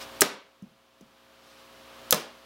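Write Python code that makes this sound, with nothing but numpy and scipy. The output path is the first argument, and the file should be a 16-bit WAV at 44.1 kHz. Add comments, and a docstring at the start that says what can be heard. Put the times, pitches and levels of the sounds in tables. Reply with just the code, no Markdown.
"""Two soft-tip darts hit a plastic electronic dartboard, close up in a small room.
Each tip ticks into its hole, then the segment slams into the case, which rings and rattles.
Two soft thumps fall between the throws, with faint rustles around them. The recorder's gain
control ducks at each hit and slowly lets the room noise and mains hum swell back."""
import sys
import numpy as np
from scipy import signal
from scipy.fft import rfft, irfft, next_fast_len
from scipy.io import wavfile
from scipy.ndimage import uniform_filter1d, minimum_filter1d

SR = 44100
rng = np.random.default_rng(int(sys.argv[2]) if len(sys.argv) > 2 else 0)


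def dump(signal):
    """Clip the signal to [-1, 1] and save it as 16-bit WAV at the path in sys.argv[1]."""
    limited = np.clip(np.atleast_2d(signal).T, -1, 1)
    pcm = np.round(limited * 32767).astype(np.int16)
    wavfile.write(sys.argv[1], SR, pcm)


N = 108045
T = np.arange(int(.7 * SR)) / SR  # time within one hit, s


def amp(db):
    """Decibels to gain."""
    return 10 ** (np.asarray(db) / 20)


def along(points, hz):
    """Read a curve of (Hz, value) points on a log frequency axis."""
    f, v = np.transpose(points)
    return np.interp(np.log(hz + 1), np.log(f + 1), v)


def fade(t60, t=T):
    """Exponential decay, 60 dB down after t60 seconds."""
    return np.exp(-np.log(1000) * t / t60)


def rise(attack_s):
    """Exponential attack toward full level."""
    return 1 - np.exp(-T / attack_s)


def add(track, s, sound):
    """Mix a sound in at s seconds."""
    part = track[round(s * SR):][:len(sound)]
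    part += sound[:len(part)]


def coloured(x, db_at):
    """Minimum-phase EQ with gain db_at(hz): nothing rings ahead of a transient."""
    m = 2 * next_fast_len(len(x))
    cepstrum = irfft(np.log(amp(db_at(np.fft.rfftfreq(m, 1 / SR)))), m)
    cepstrum[1:m // 2] *= 2
    cepstrum[m // 2 + 1:] = 0
    return irfft(rfft(x, m) * np.exp(rfft(cepstrum)), m)[:len(x)]


def normalised(x):
    """Scale to the energy of 2 ms at full level."""
    return x / np.linalg.norm(x) * np.sqrt(.002 * SR)


def burst(envelope, colour, rings_hz=(), octaves=1, peak_db=8.5):
    """A contact: enveloped noise through an EQ with resonant peaks, `octaves` in half-width."""
    def db_at(hz):
        peaks = sum(peak_db / (1 + (np.log2((hz + 1) / centre) / octaves) ** 2) for centre in rings_hz)
        return along(colour, hz) + peaks
    return normalised(coloured(envelope * rng.standard_normal(len(T)), db_at))


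def ring(modes, attack_s):
    """Damped (Hz, dB, t60) modes, each struck about 1 dB differently every time."""
    waves = [amp(db + rng.normal()) * fade(t60) * np.sin(2 * np.pi * hz * T) for hz, db, t60 in modes]
    return sum(waves) * rise(attack_s)


# Room tone EQ: f/Hz, level/dB
AIR_EQ = [(20, -9.5), (55, -12), (150, -13), (260, -14.5), (700, -9.5), (1100, -6.5), (2000, -14),
          (3000, -12), (5000, -18.5), (8000, -26.5), (13000, -28), (15800, -28.5)]
# Mains harmonics: harmonic number, level/dB
HUM_HARMONICS = [(1, -55), (2, -67), (4, -59), (5, -62.5), (6, -64.5), (7, -63.5), (9, -54), (11, -58.5)]

def background(air_db=-46.5, mains_hz=59.74):
    """A steady bed of room noise and mains hum."""
    air = coloured(rng.standard_normal(N), lambda hz: along(AIR_EQ, hz))
    cycles = mains_hz * np.arange(N) / SR
    hum = sum(amp(db) * np.sqrt(2) * np.sin(2 * np.pi * (k * cycles + rng.random()))
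              for k, db in HUM_HARMONICS)
    return amp(air_db) * air / air.std() + hum


# Rustle cues: t/s, length/s, level/dB
RUSTLE_CUES = [(0, 0.057, -39.5), (0.779, 0.056, -72), (1.41, 0.32, -49.5)]
# Rustle EQ: f/Hz, level/dB
RUSTLE_EQ = [(300, -11), (1500, -0.5), (3500, -1.5), (5200, 0), (7000, -8), (15000, -16.5)]

def rustles():
    """Faint rustles in the room: short, soft swells of bright noise."""
    out, t = np.zeros(N), np.arange(N) / SR
    for s, length, db in RUSTLE_CUES:
        noise = coloured(rng.standard_normal(N), lambda hz: along(RUSTLE_EQ, hz))
        progress = np.clip((t - s) / length, 0, 1)
        swell = 2 * np.sqrt(progress) * (1 - progress)
        out += amp(db) * swell * noise / noise.std()
    return out


# Tip contacts: t/s, level/dB, t60/s, low ring f/Hz, high ring f/Hz
TICK_CUES = [(0.2087, -1.5, 0.0013, 7600, 14960), (0.2121, -2.5, 0.0022, 7000, 14200),
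             (0.2159, -9, 0.008, 7080, 13000), (2.1083, 0, 0.0065, 5010, 12000),
             (2.1155, -14.5, 0.016, 6410, 7300), (2.1246, -3, 0.003, 6900, 12100),
             (2.1445, -13, 0.0065, 6200, 13700)]
# Bright plastic tip EQ: f/Hz, level/dB
TIP_EQ = [(200, -28.5), (1000, -24.5), (2800, -18.5), (4300, -5.5), (5500, -4.5), (7000, -8.5),
          (9200, -4.5), (11000, -8), (14000, -6.5), (16000, -3.5)]

def tip_ticks(echo_db=-14.5):
    """Each plastic tip ticks a few times against its hole, with a touch of room."""
    out = np.zeros(N)
    for s, db, t60, *rings_hz in TICK_CUES:
        tick = burst(fade(t60) * rise(0.00035), TIP_EQ, rings_hz, octaves=0.08)
        add(out, s, amp(db) * (tick + amp(echo_db) * echo(TIP_EQ)))
    return out


# Reverb time of the small room: f/Hz, t60/s
ROOM_DECAY = [(100, .33), (400, .44), (1000, .45), (3000, .45), (6000, .33), (14000, .22)]

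def echo(colour, ripple_db=2.5, ripple_step_hz=35):
    """The room's diffuse tail: the treble dies first, and room resonances ripple the spectrum."""
    hz, t, spectrum = signal.stft(rng.standard_normal(len(T)), SR, nperseg=256)
    decay = fade(along(ROOM_DECAY, hz)[:, None], t)
    tail = signal.istft(spectrum * decay, SR, nperseg=256)[1][:len(T)]
    onset = 1 - np.exp(-(T / 0.0013) ** 2)
    knots_hz = np.arange(0, SR / 2, ripple_step_hz)
    ripple = ripple_db * rng.standard_normal(len(knots_hz))
    return normalised(coloured(tail * onset, lambda f: along(colour, f) + np.interp(f, knots_hz, ripple)))


# Segments slamming home: t/s, level/dB; case level/dB, f/Hz, t60/s; clack level/dB, f/Hz, t60/s;
# crack t60/s, low ring f/Hz, high ring f/Hz; board thud level/dB
SLAM_CUES = [(0.2186, 7, 5.5, 397.4, 0.019, 5, 1349, 0.0067, 0.011, 1950, 5790, -22),
             (2.1250, -2, 2, 497, 0.032, -9, 1268, 0.044, 0.015, 3200, 3410, -9)]
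# EQs of the crack, the loose parts and the slam's echo: f/Hz, level/dB
CRACK_EQ = [(60, -23), (250, -8), (450, -5), (750, -9), (1200, -12.5), (1900, -5.5), (2500, -7.5),
            (3600, -6.5), (4600, -4.5), (5600, -2), (7000, -1.5), (10000, -6.5), (14000, -7), (16000, -15)]
RATTLE_EQ = [(60, -16.5), (160, -18), (450, 0), (750, 0.5), (1200, -8), (2300, -4), (5000, -10),
             (9000, -14.5), (16000, -16.5)]
SLAM_ECHO_EQ = [(60, -23.5), (130, -1), (300, 3.5), (500, 6), (800, 2.5), (1250, 1.5), (2200, -3.5),
                (5000, -2.5), (8000, -11), (12000, -13), (16000, -21.5)]

def segment_slams(rattles_per_s=230, echo_db=-4):
    """The segment cracks and clacks into the hollow case, which knocks and shakes its loose parts."""
    out = np.zeros(N)
    for s, db, *layers, _ in SLAM_CUES:
        case_db, case_hz, case_t60, clack_db, clack_hz, clack_t60, crack_t60, *rings_hz = layers
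        crack = amp(0.5) * burst(fade(crack_t60) * rise(0.00044), CRACK_EQ, rings_hz, octaves=0.14)
        case_tail = (case_hz, case_db - 26.5, 0.22)  # rings on faintly after the knock
        case = ring([(case_hz, case_db, case_t60), case_tail], attack_s=0.0021)
        clack = ring([(clack_hz, clack_db, clack_t60)], attack_s=0.00049)
        contacts = rng.random(len(T)) < rattles_per_s / SR
        chatter = signal.fftconvolve(contacts, fade(t60=.006))[:len(T)]
        rattle = amp(-4) * burst((0.52 + chatter) * fade(t60=.07), RATTLE_EQ)
        add(out, s, amp(db) * (crack + clack + case + rattle + amp(echo_db) * echo(SLAM_ECHO_EQ)))
    return out


# The whole board rocking on its mount: f/Hz, level/dB, t60/s
THUD_MODES = [(158, -1, 0.12), (203, -0.5, 0.11)]
# The board's ring-out: f/Hz, level/dB, t60/s
BOARD_MODES = [(253, -17, 0.09), (405.6, -28, 0.46), (608, -16.5, 0.16), (724, -26, 0.25),
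               (914, -22.5, 0.12), (1245, -11, 0.064), (1314, -25.5, 0.11), (1580, -18, 0.04),
               (1714, -19, 0.09), (1980, -24, 0.14), (2250, -20.5, 0.088), (3560, -25, 0.16),
               (7000, -24, 0.12), (7430, -26, 0.15)]

def board():
    """Each slam rocks the board with a low thud and leaves its modes ringing faintly."""
    out = np.zeros(N)
    for s, db, *_, thud_db in SLAM_CUES:
        thud = amp(thud_db) * ring(THUD_MODES, attack_s=0.0096)
        ring_out = amp(-3) * ring(BOARD_MODES, attack_s=.001)
        add(out, s, amp(db) * (thud + ring_out))
    return out


# Thump cues: t/s, level/dB, pitch ratio, scuff level/dB
THUMP_CUES = [(0.622, -15, 1, -21), (1.009, -24.5, 0.96, -5)]
# Low floor modes: f/Hz, level/dB, t60/s
THUMP_MODES = [(200.5, 7.5, 0.08), (244.4, -2, 0.12)]

def thumps():
    """Dull, soft knocks on the floor, with a trace of scuff and a boomy echo."""
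    scuff_eq = [(60, 11), (350, 14), (800, -2), (3000, -35), (5500, -3), (9000, -12.5), (15000, -13.5)]
    boom_eq = [(40, 1.5), (80, -12), (200, -3), (300, -14.5), (500, -24), (2000, -57)]
    out = np.zeros(N)
    for s, db, pitch, scuff_db in THUMP_CUES:
        scuff = amp(scuff_db) * burst(fade(t60=.03) * rise(0.0003), scuff_eq)
        boom = amp(-2.5) * echo(boom_eq)
        body = ring([(hz * pitch, mode_db, t60) for hz, mode_db, t60 in THUMP_MODES], attack_s=0.015)
        add(out, s, amp(db) * (body + scuff + boom))
    return out


def scene():
    """The mono mix: dart hits, thumps and rustles over the room's bed."""
    return (tip_ticks() + segment_slams() + board() + thumps() + rustles() + background())[None]


def gain_control(x, ceiling_db=-9, attack_s=0.0028, hold_s=0.68, recover_db_per_s=12.5):
    """The gain ducks fast on a loud hit, holds, then climbs back steadily."""
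    level_db = 10 * np.log10(np.abs(uniform_filter1d(x * x, size=88)) + 1e-12)  # 2 ms RMS detector
    duck_db = np.minimum(ceiling_db - level_db, 0)
    hold = int(hold_s * SR)
    held_db = minimum_filter1d(duck_db, hold, origin=(hold - 1) // 2, mode="nearest")
    climb_db = recover_db_per_s * np.arange(N) / SR
    gain_db = np.minimum.accumulate(held_db - climb_db) + climb_db
    return x * amp(uniform_filter1d(gain_db, int(attack_s * SR)))


def record(dry):
    """Microphone low cut, gain control, soft clipping and a steep high cut."""
    low_cut_hz, high_cut_hz = 110, 16000
    low_cut = signal.butter(2, low_cut_hz, "highpass", fs=SR, output="sos")
    ducked = gain_control(signal.sosfilt(low_cut, dry[0]))
    clipped = ducked / (1 + ducked ** 4) ** (1 / 4)
    m = next_fast_len(N + SR // 2)
    high_cut = 1 / (1 + (np.fft.rfftfreq(m, 1 / SR) / high_cut_hz) ** 120)
    return irfft(rfft(clipped, m) * high_cut, m)[None, :N]


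dry = scene()
out = record(dry)
dump(out)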